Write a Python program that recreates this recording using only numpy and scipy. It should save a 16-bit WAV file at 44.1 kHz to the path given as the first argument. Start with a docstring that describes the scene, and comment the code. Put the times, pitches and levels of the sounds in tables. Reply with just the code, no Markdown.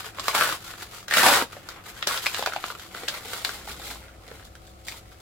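"""A wooden desk in a small humming room, heard close up and in stereo, with the scene slightly to the left.
Hands rip a paper envelope open in three pulls, fold it back and slide out a bubble-wrapped item.
Tearing is a stream of breaking fibres that shakes the loose flap; creases buckle with short pitched snaps.
Paper and plastic film rustle in between as crackle and small rings, the desk rumbles when things drag on it,
and a low drone swells late."""
import sys
import numpy as np
from scipy import signal
from scipy.fft import rfft, irfft, next_fast_len
from scipy.io import wavfile
from scipy.ndimage import uniform_filter1d, map_coordinates

SR = 44100
rng = np.random.default_rng(int(sys.argv[2]) if len(sys.argv) > 2 else 0)


def generate_wav(sig):
    """Save sig (samples, or channels by samples) to the path in sys.argv[1] as 16-bit PCM at SR."""
    pcm = np.round(np.clip(np.atleast_2d(sig).T, -1, 1) * 32767).astype(np.int16)
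    wavfile.write(sys.argv[1], SR, pcm)


N = 229742  # samples

# Levels in the tables are before the mix; a stroke's length runs between the points 8 dB below its peak.
# The three pulls that rip the paper, a list for each: time_s, force_db, flap_ring_hz
PULLS = [
    [(0.325, -46, 1010), (0.35, -24.5, 990), (0.415, -26, 1450), (0.48, -29, 1420), (0.55, -36, 1230),
     (0.585, -53, 1250)],
    [(1.1, -38.5, 1860), (1.17, -20.5, 1850), (1.22, -20.5, 1320), (1.265, -16, 880), (1.31, -20, 950),
     (1.36, -19, 1235), (1.395, -26.5, 1200), (1.425, -33.5, 1140), (1.455, -63, 1150)],
    [(2.07, -24, 1320), (2.088, -30, 1140), (2.17, -33, 1440), (2.21, -55, 1420)],
]
# Fingers stroking and folding the envelope: peak_s, length_s, level_db, brightness_db (fizz against body)
PAPER_STROKES = [(0.0, 0.027, -34.5, -2.5), (0.056, 0.08, -40, -1), (0.208, 0.095, -44, -10),
                 (0.285, 0.13, -37, 2), (0.65, 0.13, -50, 4), (0.7, 0.055, -43, 2.5),
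                 (0.817, 0.088, -45.5, 2.5), (0.96, 0.1, -46, 3), (1.1, 0.04, -45, -8),
                 (1.525, 0.18, -51, 0.5), (1.703, 0.15, -50, -2), (1.782, 0.056, -45, -11),
                 (1.882, 0.058, -43.5, 2), (1.99, 0.11, -46.5, 0), (2.265, 0.25, -41, 4),
                 (2.38, 0.061, -36, 2.5), (2.51, 0.29, -46, 0), (2.675, 0.12, -45, 4),
                 (2.822, 0.11, -48.5, 3.5)]
# Shoves and turns of the bubble wrap: peak_s, length_s, level_db, brightness_db (fizz against body)
WRAP_STROKES = [(2.965, 0.074, -42.5, 1.5), (3.033, 0.085, -43, -0.5), (3.145, 0.1, -39.5, 0),
                (3.255, 0.088, -45, -3), (3.345, 0.21, -41, 3.5), (3.475, 0.089, -44.5, 5.5),
                (3.55, .15, -43.5, 2), (3.702, 0.065, -40, 4), (3.872, .15, -41, 4),
                (4.02, 0.41, -55, -4.5), (4.26, 0.079, -56.5, -0.5), (4.355, 0.14, -51.5, -0.5),
                (4.453, 0.035, -61, 10.5), (4.67, 0.12, -69.5, 13), (4.885, 0.05, -47.5, 7),
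                (4.922, 0.028, -45.5, 4), (4.967, 0.064, -51, 4), (5.11, 0.076, -62, 4),
                (5.205, 0.041, -58.5, 7.5)]
PAPER_REST_DB, WRAP_REST_DB = -65, -72.5  # faint rustle between strokes


def rips():
    """The tear runs in small jerks; fibres fizz, the sheet rasps and the flap flutters."""
    # colour of tearing paper: freq_hz, density_db
    torn_colour = [(90, -16.5), (160, -13), (280, -9.5), (380, -10), (520, -2), (760, -8), (1050, -9.5),
                   (1500, 4.5), (2300, -2.5), (4500, -11.5), (6900, -16.5), (11300, -16.5), (16000, -19.5)]
    flutter, sheet, fizz = pulls()
    fibres = crackle(rate=2200, spread_db=2.0, life=0.0018, scatter=0.12)
    flap_hz = curves([row for rows in PULLS for row in rows])[1]
    ring = pips(flap_hz, rate=700, spread_db=2.5, detune=0.198, cycles=2.8)
    rasp = amp(0.5) * part(fibres, torn_colour, 580, 2490) + amp(-4.0) * ring
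    tear = flutter * part(fibres, torn_colour, 64, 538, order=8)
    tear += sheet * rasp
    tear += fizz * part(fibres, torn_colour, 1920, 14800)
    jerks_db = 1.1 * wobble(130)
    return tear * amp(jerks_db)


def pulls():
    """Flutter, sheet and fizz gains: all follow the force, and the flap takes over as the tear lengthens."""
    full_force_db = -15.5  # a hard pull
    # flap and fibres: level at the start of a hard pull, growth in dB per dB of force, drift as the tear lengthens
    flutter_db, flutter_grows, flutter_db_per_s = -17, 1.02, 27
    fizz_db, fizz_grows, fizz_db_per_s = 1.5, 0.89, -1
    t = np.arange(N) / SR
    gains = np.zeros((3, N))
    for rows in PULLS:
        start, end = rows[0][0], rows[-1][0]
        gate = uniform_filter1d(1. * ((t >= start) & (t <= end)), size=200)
        force = curves(rows)[0] - full_force_db
        age = np.clip(t, start, end) - start
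        flutter = flutter_db + flutter_grows * force + flutter_db_per_s * age
        fizz = fizz_db + fizz_grows * force + fizz_db_per_s * age
        gains += gate * amp(full_force_db + np.array([flutter, force, fizz]))
    return gains


def handling():
    """Skin and paper catch and slip on the envelope; small wrinkles tick."""
    # colour of rubbed paper: freq_hz, density_db
    rubbed_colour = [(150, -23), (250, -28), (414, -5.5), (618, -21), (698, -6.5), (1080, -11), (1400, -2),
                     (1610, -7.5), (3010, -1.5), (3650, -3.5), (5540, -11.5), (7310, -12), (8550, -15.5),
                     (15200, -10.5), (16000, -23)]
    sheet, fizz = strokes(PAPER_STROKES, PAPER_REST_DB)
    slips = crackle(rate=900, spread_db=3.0, life=0.0038, scatter=0.21)
    slips = slips * amp(2 * wobble(110))  # uneven level
    ticks = pips(1452, rate=240, spread_db=-2, detune=0.236, cycles=1.9)
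    body = amp(-0.5) * part(slips, rubbed_colour, 230, 1910) + amp(-5.5) * ticks
    return sheet * body + fizz * part(slips, rubbed_colour, 4200, 11600)


def bubble_wrap():
    """Film bubbles scrape past the paper with a fine crinkle, sparser when gentle, and tick as they flex."""
    # colour of plastic film: freq_hz, density_db
    film_colour = [(150, -40), (250, -5), (354, -13.5), (429, -5.5), (629, -11.5), (761, -6.5),
                   (1080, -13.5), (1450, -5), (1670, -27), (2050, -4.5), (2490, -8.5), (3400, -6.5),
                   (5730, -17.5), (15200, -23), (16000, -30)]
    crinkles_per_s, firm_shove_db, thinning = 1700, -42, .8  # rate at a firm shove, its level, power law
    body, fizz = strokes(WRAP_STROKES, WRAP_REST_DB)
    pace = np.clip((body / amp(firm_shove_db)) ** thinning, .1, 2)
    crinkle = crackle(rate=crinkles_per_s * pace, spread_db=0.5, life=0.0025, scatter=0.23)
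    crinkle = crinkle * amp(1.5 * wobble(110)) / np.sqrt(pace)  # density alone leaves the level even
    ticks = pips(1627, rate=300 * pace, spread_db=-0.5, detune=0.222, cycles=2.3)
    ticks = unit(ticks / np.sqrt(pace))
    scrape = part(crinkle, film_colour, 320, 2370) + amp(-5) * ticks
    return body * scrape + fizz * part(crinkle, film_colour, 4000, 22000)


def snaps():
    """A crease gives a little, then flips: a thump of air, a short ring of the facet and a crack."""
    # the loud creases buckling: time_s, ring_hz, level_db, crack_db (against the ring)
    loud_creases = [(0.185, 1120, -37.5, -26), (0.196, 1150, -37.5, 0.5), (0.282, 1120, -25, -4.5),
                    (0.292, 1020, -37, -10), (0.312, 2210, -37.5, -8), (0.41, 1390, -25, -15),
                    (0.422, 1520, -26, -23), (0.525, 1180, -33.5, -10), (0.738, 1340, -45.5, -19),
                    (0.983, 1400, -58, 5), (1.028, 1260, -52, -2), (1.082, 1590, -40.5, 0),
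                    (1.111, 1780, -29, -10), (1.124, 1910, -30, -17), (1.138, 1880, -27, -1.5),
                    (1.414, 1380, -30.5, -22), (1.422, 291, -33, -26), (1.53, 1340, -46, -8),
                    (1.567, 580, -46.5, -26), (1.688, 1410, -43, 0.5), (2.026, 3380, -30.5, -12),
                    (2.072, 590, -36.5, 9.5), (2.175, 3440, -36, -2), (2.26, 2140, -31, -7),
                    (2.266, 2400, -26, -6), (2.345, 3600, -32.5, -4), (2.393, 532, -35.5, -6),
                    (2.425, 850, -32, -9), (2.436, 3500, -39, -9), (2.461, 1450, -28.5, -5),
                    (2.473, 770, -29.5, -20), (2.522, 1490, -37, -22), (2.535, 1390, -35, -10),
                    (2.562, 766, -32, -17), (2.64, 1220, -31, -17), (2.702, 1340, -37, -16),
                    (2.751, 1310, -43.5, -28), (2.796, 1430, -47, -2), (2.948, 1330, -40, -18),
                    (3.034, 470, -40.5, -12), (3.081, 2740, -36, -5), (3.084, 3480, -32, 0.5),
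                    (3.333, 1470, -36.5, -9.5), (3.448, 4086, -30, -1.5), (3.492, 1460, -35.5, -6),
                    (3.676, 810, -45, -16), (3.798, 707.7, -48, -12), (4.279, 443.7, -51.5, -4),
                    (4.314, 454, -45.5, -15), (4.553, 1561, -52.5, -3), (4.884, 2217, -39.5, 0.5),
                    (4.922, 2374, -48.5, -9.5)]
    # colour of a buckling crease: freq_hz, density_db
    crease_colour = [(71, -38), (120, -21), (251, -16.5), (698, -1.5), (1340, 2.5), (1680, 3.5),
                     (2430, 0.5), (2750, 0), (3590, 3.5), (5750, -3.5), (6630, -7), (9990, -13),
                     (16000, -16)]
    thump_db, thump_db_per_octave = -8.5, -5  # for a facet that rings at 1 kHz; smaller facets push less air
    out = np.zeros((2, N + SR))
    t = np.arange(SR // 40) / SR
    for s, hz, db, crack_db in loud_creases + small_snaps():
        shock = stereo(flick(life=0.0038, scatter=0.29))
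        tone = np.sin(2 * np.pi * hz * t - [[0], [.3]])  # the right lags by 0.3 rad
        ring = unit(tone * (1 - np.exp(-t / 0.0005)) * np.exp(-hz * t / 1.8))
        ring = ring * min(1, 1800 / hz)  # small stiff facets click more than they ring
        octaves = np.log2(hz / 1000)
        snap = amp(thump_db + thump_db_per_octave * octaves) * part(shock, crease_colour, 126, 686, order=8)
        snap += unit(part(shock, crease_colour, 640, 2790, order=8) + amp(3.5) * ring)
        snap += amp(crack_db) * part(shock, crease_colour, 4280, 22000, order=8)
        yielding = stereo(flick(life=0.0039, scatter=0.65))
        give = amp(-19.0) * part(yielding, crease_colour, 290, 5700)
        out[:, round(s * SR):][:, :len(t)] += amp(db) * snap
        give_s = s - rng.uniform(.0025, .006)
        out[:, round(give_s * SR):][:, :len(t)] += amp(db) * give
    return out[:, :N]


def small_snaps():
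    """Lesser creases give way at random, as hard as the paper or film is being worked."""
    snaps_per_s, typical_hz, crack_db = 16, 1498, -7
    against_rustle_db = -5
    rip_db = -5  # small snaps are softer against the rip than against the rustle
    effort = amp(rip_db) * pulls()[1]
    effort = effort + strokes(PAPER_STROKES, PAPER_REST_DB)[0] + strokes(WRAP_STROKES, WRAP_REST_DB)[0]
    at = np.flatnonzero(rng.random(N) < snaps_per_s / SR)
    at = at[at > SR // 100]  # leaves time for the give ahead of the snap
    pitch, size = rng.standard_normal((2, N))[:, at]
    ring_hz = typical_hz * np.exp(0.22 * pitch)
    level_db = 20 * np.log10(effort[at]) + against_rustle_db + 2 * size
    return [(i / SR, hz, db, crack_db) for i, hz, db in zip(at, ring_hz, level_db)]


def desk():
    """Dragging over the wood makes the desk top rumble unevenly."""
    # forearms and envelope dragging on the desk: peak_s, length_s, level_db
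    drags = [(0.3, 0.91, -57.5), (1.8, 1.05, -58), (3.017, 0.37, -53), (3.753, 0.44, -51.5),
             (4.332, 0.088, -56)]
    # colour of the desk top: freq_hz, density_db
    wood_colour = [(40, -1), (80, -5), (160, -5), (300, -8), (600, -14)]
    rumble = part(stereo(rng.standard_normal((2, N))), wood_colour, 49, 560)
    return sum(swell(*row) for row in drags) * amp(0.9 * wobble(25)) * rumble


def room(x, count):
    """The small room answers each of count stretches of time with its own randomly drawn tail."""
    # late decay of the small room: freq_hz, t60_s
    decay_times = [(150, 0.13), (700, 0.24), (1500, 0.18), (4000, 0.27), (14000, 0.2)]
    wet = np.zeros((2, N + SR))
    edges = np.linspace(0, N, count + 1).astype(int)
    for a, b in zip(edges, edges[1:]):
        hz, t, z = signal.stft(rng.standard_normal((2, SR // 3)), SR, nperseg=256)
        decay = amp(-60 * t / along(decay_times, hz)[:, None])
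        decay = decay * (1 + 4.6 * np.exp(-t / 0.023))  # stronger early reflections
        tail = stereo(signal.istft(z * decay, SR, nperseg=256)[1])
        tail = np.pad(tail, ((0, 0), (150, 0)))  # 3.4 ms before the room answers
        echo = signal.fftconvolve(x[:, a:b], tail / np.linalg.norm(tail[0]), axes=1)
        wet[:, a:a + echo.shape[1]] += echo
    return wet[:, :N]


def background():
    """Room air as coloured noise, faint tones that waver slightly and a wavering low drone."""
    # colour of the room air: freq_hz, density_db
    air_colour = [(20, 3.5), (45, 4.5), (86, 6), (160, -0.5), (250, -5), (450, -6), (700, -4), (980, -19.5),
                  (1280, -15), (1600, -32), (2100, -16), (3000, -24), (6000, -23), (16000, -31)]
    # stereo width of the room air: freq_hz, side_against_mid_db
    air_width = [(60, -11), (110, -15), (200, -5.5), (380, -2), (700, -2.5), (1290, 11), (2380, -4),
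                 (4400, 3), (8120, 0), (15000, 3)]
    # tones in the room: freq_hz, typical level_db
    hum_tones = [(102.3, -61.5), (193.8, -66), (333.8, -63.5), (393, -77.5), (532.9, -66), (748.3, -67.5)]
    drone_swell_s, drone_rise_s, drone_sag_db_per_s = 3.13, 0.61, 5.5  # swells late, then sinks slowly
    drone_faint_db, drone_loud_db = -70, -48.5
    t = np.arange(N) / SR
    air = part(stereo(rng.standard_normal((2, N)), air_width), air_colour, 22, 18000)
    hum = 0
    for hz, db in hum_tones:
        level = amp(db + wobble(4.0))
        hum = hum + level * unit(np.sin(2 * np.pi * hz * t + 0.36 * wobble(3.07)))
    swell_end_s = drone_swell_s + drone_rise_s
    drone_db = np.interp(t, [drone_swell_s, swell_end_s], [drone_faint_db, drone_loud_db])
    drone_db -= drone_sag_db_per_s * np.maximum(t - swell_end_s, 0)
    drone = amp(drone_db + wobble(21)) * unit(np.sin(2 * np.pi * 60 * t + 1.4 * wobble(14)))
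    return amp(-51.5) * air + hum + drone


def crackle(rate, spread_db, life, scatter):
    """Stereo crackle from many facets of a sheet, each break drawing one of 200 shocks."""
    impulses = breaks(rate, spread_db)
    at = np.flatnonzero(impulses)
    shocks = np.array([flick(life, scatter)[:, :SR // 150] for _ in range(200)])
    waves = impulses[at, None, None] * shocks[rng.integers(len(shocks), size=len(at))]
    where = (at[:, None] + np.arange(waves.shape[2])).ravel()
    return stereo([np.bincount(where, waves[:, c].ravel(), N)[:N] for c in range(2)])


def flick(life, scatter):
    """Mid and side shock of one break: a sharp front, then waves crossing the sheet and bouncing off the desk."""
    t = np.arange(SR // 40) / SR
    shock = scatter * rng.standard_normal((2, len(t))) * np.exp(-(t / life) ** 2)  # life in s
    shock[0, 0] += 1
    shock[1, rng.integers(6)] += rng.choice([-1, 1])  # the side front comes up to 5 samples later
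    return shock / np.linalg.norm(shock[0])


def pips(pitch_hz, rate, spread_db, detune, cycles):
    """Small tugs ring a patch of the sheet for a few cycles, each near the given pitch."""
    tugs = breaks(rate, spread_db)
    at = np.flatnonzero(tugs)
    pitch = (pitch_hz * np.exp(detune * rng.standard_normal(N)))[at, None]
    k = np.arange(SR // 60)
    turns = pitch * k / SR
    rings = tugs[at, None] * np.sin(2 * np.pi * turns) * np.exp(-turns / cycles) * (1 - np.exp(-turns))
    sideways = rng.standard_normal((len(at), 1))  # each patch faces its own way
    where = (at[:, None] + k).ravel()
    return unit(stereo([np.bincount(where, r.ravel(), N)[:N] for r in (rings, rings * sideways)]))


def breaks(rate, spread_db):
    """Random impulses, rate a second; a positive spread gives many small and a few large."""
    sizes = amp(spread_db * np.minimum(rng.standard_exponential(N), 3.5))
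    return (rng.random(N) < rate / SR) * sizes * rng.choice([-1, 1], N)


def swell(s, length, db):
    """Gain of one stroke of the hand: it speeds up, peaks and slows down."""
    rise_share, end_drop_db, roundness = 0.5, 8, 1.38  # share of the length spent rising, drop at the ends
    t = np.arange(0, N, 40)  # a coarse grid is enough
    away = np.maximum((s - t / SR) / rise_share, (t / SR - s) / (1 - rise_share)) / length
    return np.interp(np.arange(N), t, amp(db - end_drop_db * np.abs(away) ** roundness))


def strokes(rows, rest_db):
    """Body and fizz gains of a run of strokes over a resting rustle, added as powers."""
    body = np.array([swell(s, length, db) for s, length, db, _ in rows])
    fizz = body * amp(np.array(rows)[:, 3:])
    return [np.sqrt(np.sum(g ** 2, axis=0) + amp(rest_db) ** 2) for g in (body, fizz)]


def stereo(pair, width=None):
    """Left and right from a mid and a side signal; by default bass is nearly alike in both, treble unrelated."""
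    # width of the close sounds, the desk and the room tail: freq_hz, side_against_mid_db
    usual_width = [(100, -16), (500, -14.5), (1000, -9.5), (2000, -3.5), (4000, 0), (14000, -.5)]
    points = usual_width if width is None else width
    side = coloured(pair[1], lambda hz: amp(along(points, hz)))
    return np.array([pair[0] + side, pair[0] - side])


def part(x, spectrum, lo_hz, hi_hz, order=5):
    """One band of a coloured sound, at rms 1."""
    return unit(coloured(x, band(spectrum, lo_hz, hi_hz, order)))


def band(spectrum, lo_hz, hi_hz, order):
    """Gain of one part of a spectrum, with soft edges."""
    return lambda hz: amp(along(spectrum, hz)) / np.sqrt((1 + (lo_hz / (hz + 1)) ** order) * (1 + (hz / hi_hz) ** order))


def coloured(x, gain):
    """x through the causal, minimum-phase filter that has the given gain over frequency."""
    m = 2 * next_fast_len(x.shape[-1] // 2 + 2048)
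    cep = irfft(np.log(np.maximum(gain(np.fft.rfftfreq(m, 1 / SR)), 1e-5)))
    cep[1:m // 2] *= 2  # fold the cepstrum onto positive time
    cep[m // 2 + 1:] = 0
    return irfft(rfft(x, m) * np.exp(rfft(cep)), m)[..., :x.shape[-1]]


def wobble(rate):
    """A smooth random curve, rate knots a second."""
    return map_coordinates(rng.standard_normal(int(N * rate / SR) + 4), [np.arange(N) * rate / SR])


def curves(rows):
    """One value per sample for each column after the time."""
    s, *cols = np.transpose(rows)
    return [np.interp(np.arange(N) / SR, s, c) for c in cols]


def along(points, hz):
    """(Hz, value) points read on a log axis."""
    f, v = np.transpose(points)
    return np.interp(np.log(hz + 1), np.log(f + 1), v)


def unit(x):
    """Scaled to rms 1."""
    return x / np.sqrt(np.mean(x ** 2) + 1e-20)


def amp(db):
    """Decibels to gain."""
    return 10 ** (np.asarray(db) / 20)


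def scene():
    """Paper and film close by, their room tail, the desk and the background, all slightly to the left."""
    close = (rips() + handling() + bubble_wrap() + snaps()) * amp([[.5], [-.5]])
    return close + amp(-3) * room(close, count=90) + (desk() + background()) * amp([[.6], [-.6]])


def record(dry):
    """Each microphone port colours the treble; the recorder rounds off tall peaks and cuts above its band limit."""
    # left and right microphone ports, a list for each: freq_hz, gain_db
    port_colours = [
        [(4800, 0), (5900, -2.5), (7400, 0), (9400, -0.5), (10700, -2.5), (11700, 2), (12500, -1.5),
         (15700, 1.5)],
        [(4800, 0), (5900, -1), (6900, -0.5), (7350, 3.5), (8900, -5), (9800, -0.5), (11500, 0.5),
         (12300, -3.5), (15700, -1)],
    ]
    ceiling, top_hz = .9, 15950  # ceiling against full scale
    m = next_fast_len(N + SR // 2)
    hz = np.fft.rfftfreq(m, 1 / SR)
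    heard = irfft(rfft(dry, m) * amp([along(port, hz) for port in port_colours]), m)
    rounded = heard / (1 + (heard / ceiling) ** 8) ** (1 / 8)
    return irfft(rfft(rounded) * (hz < top_hz), m)[:, :N]


dry = scene()
out = record(dry)
generate_wav(out)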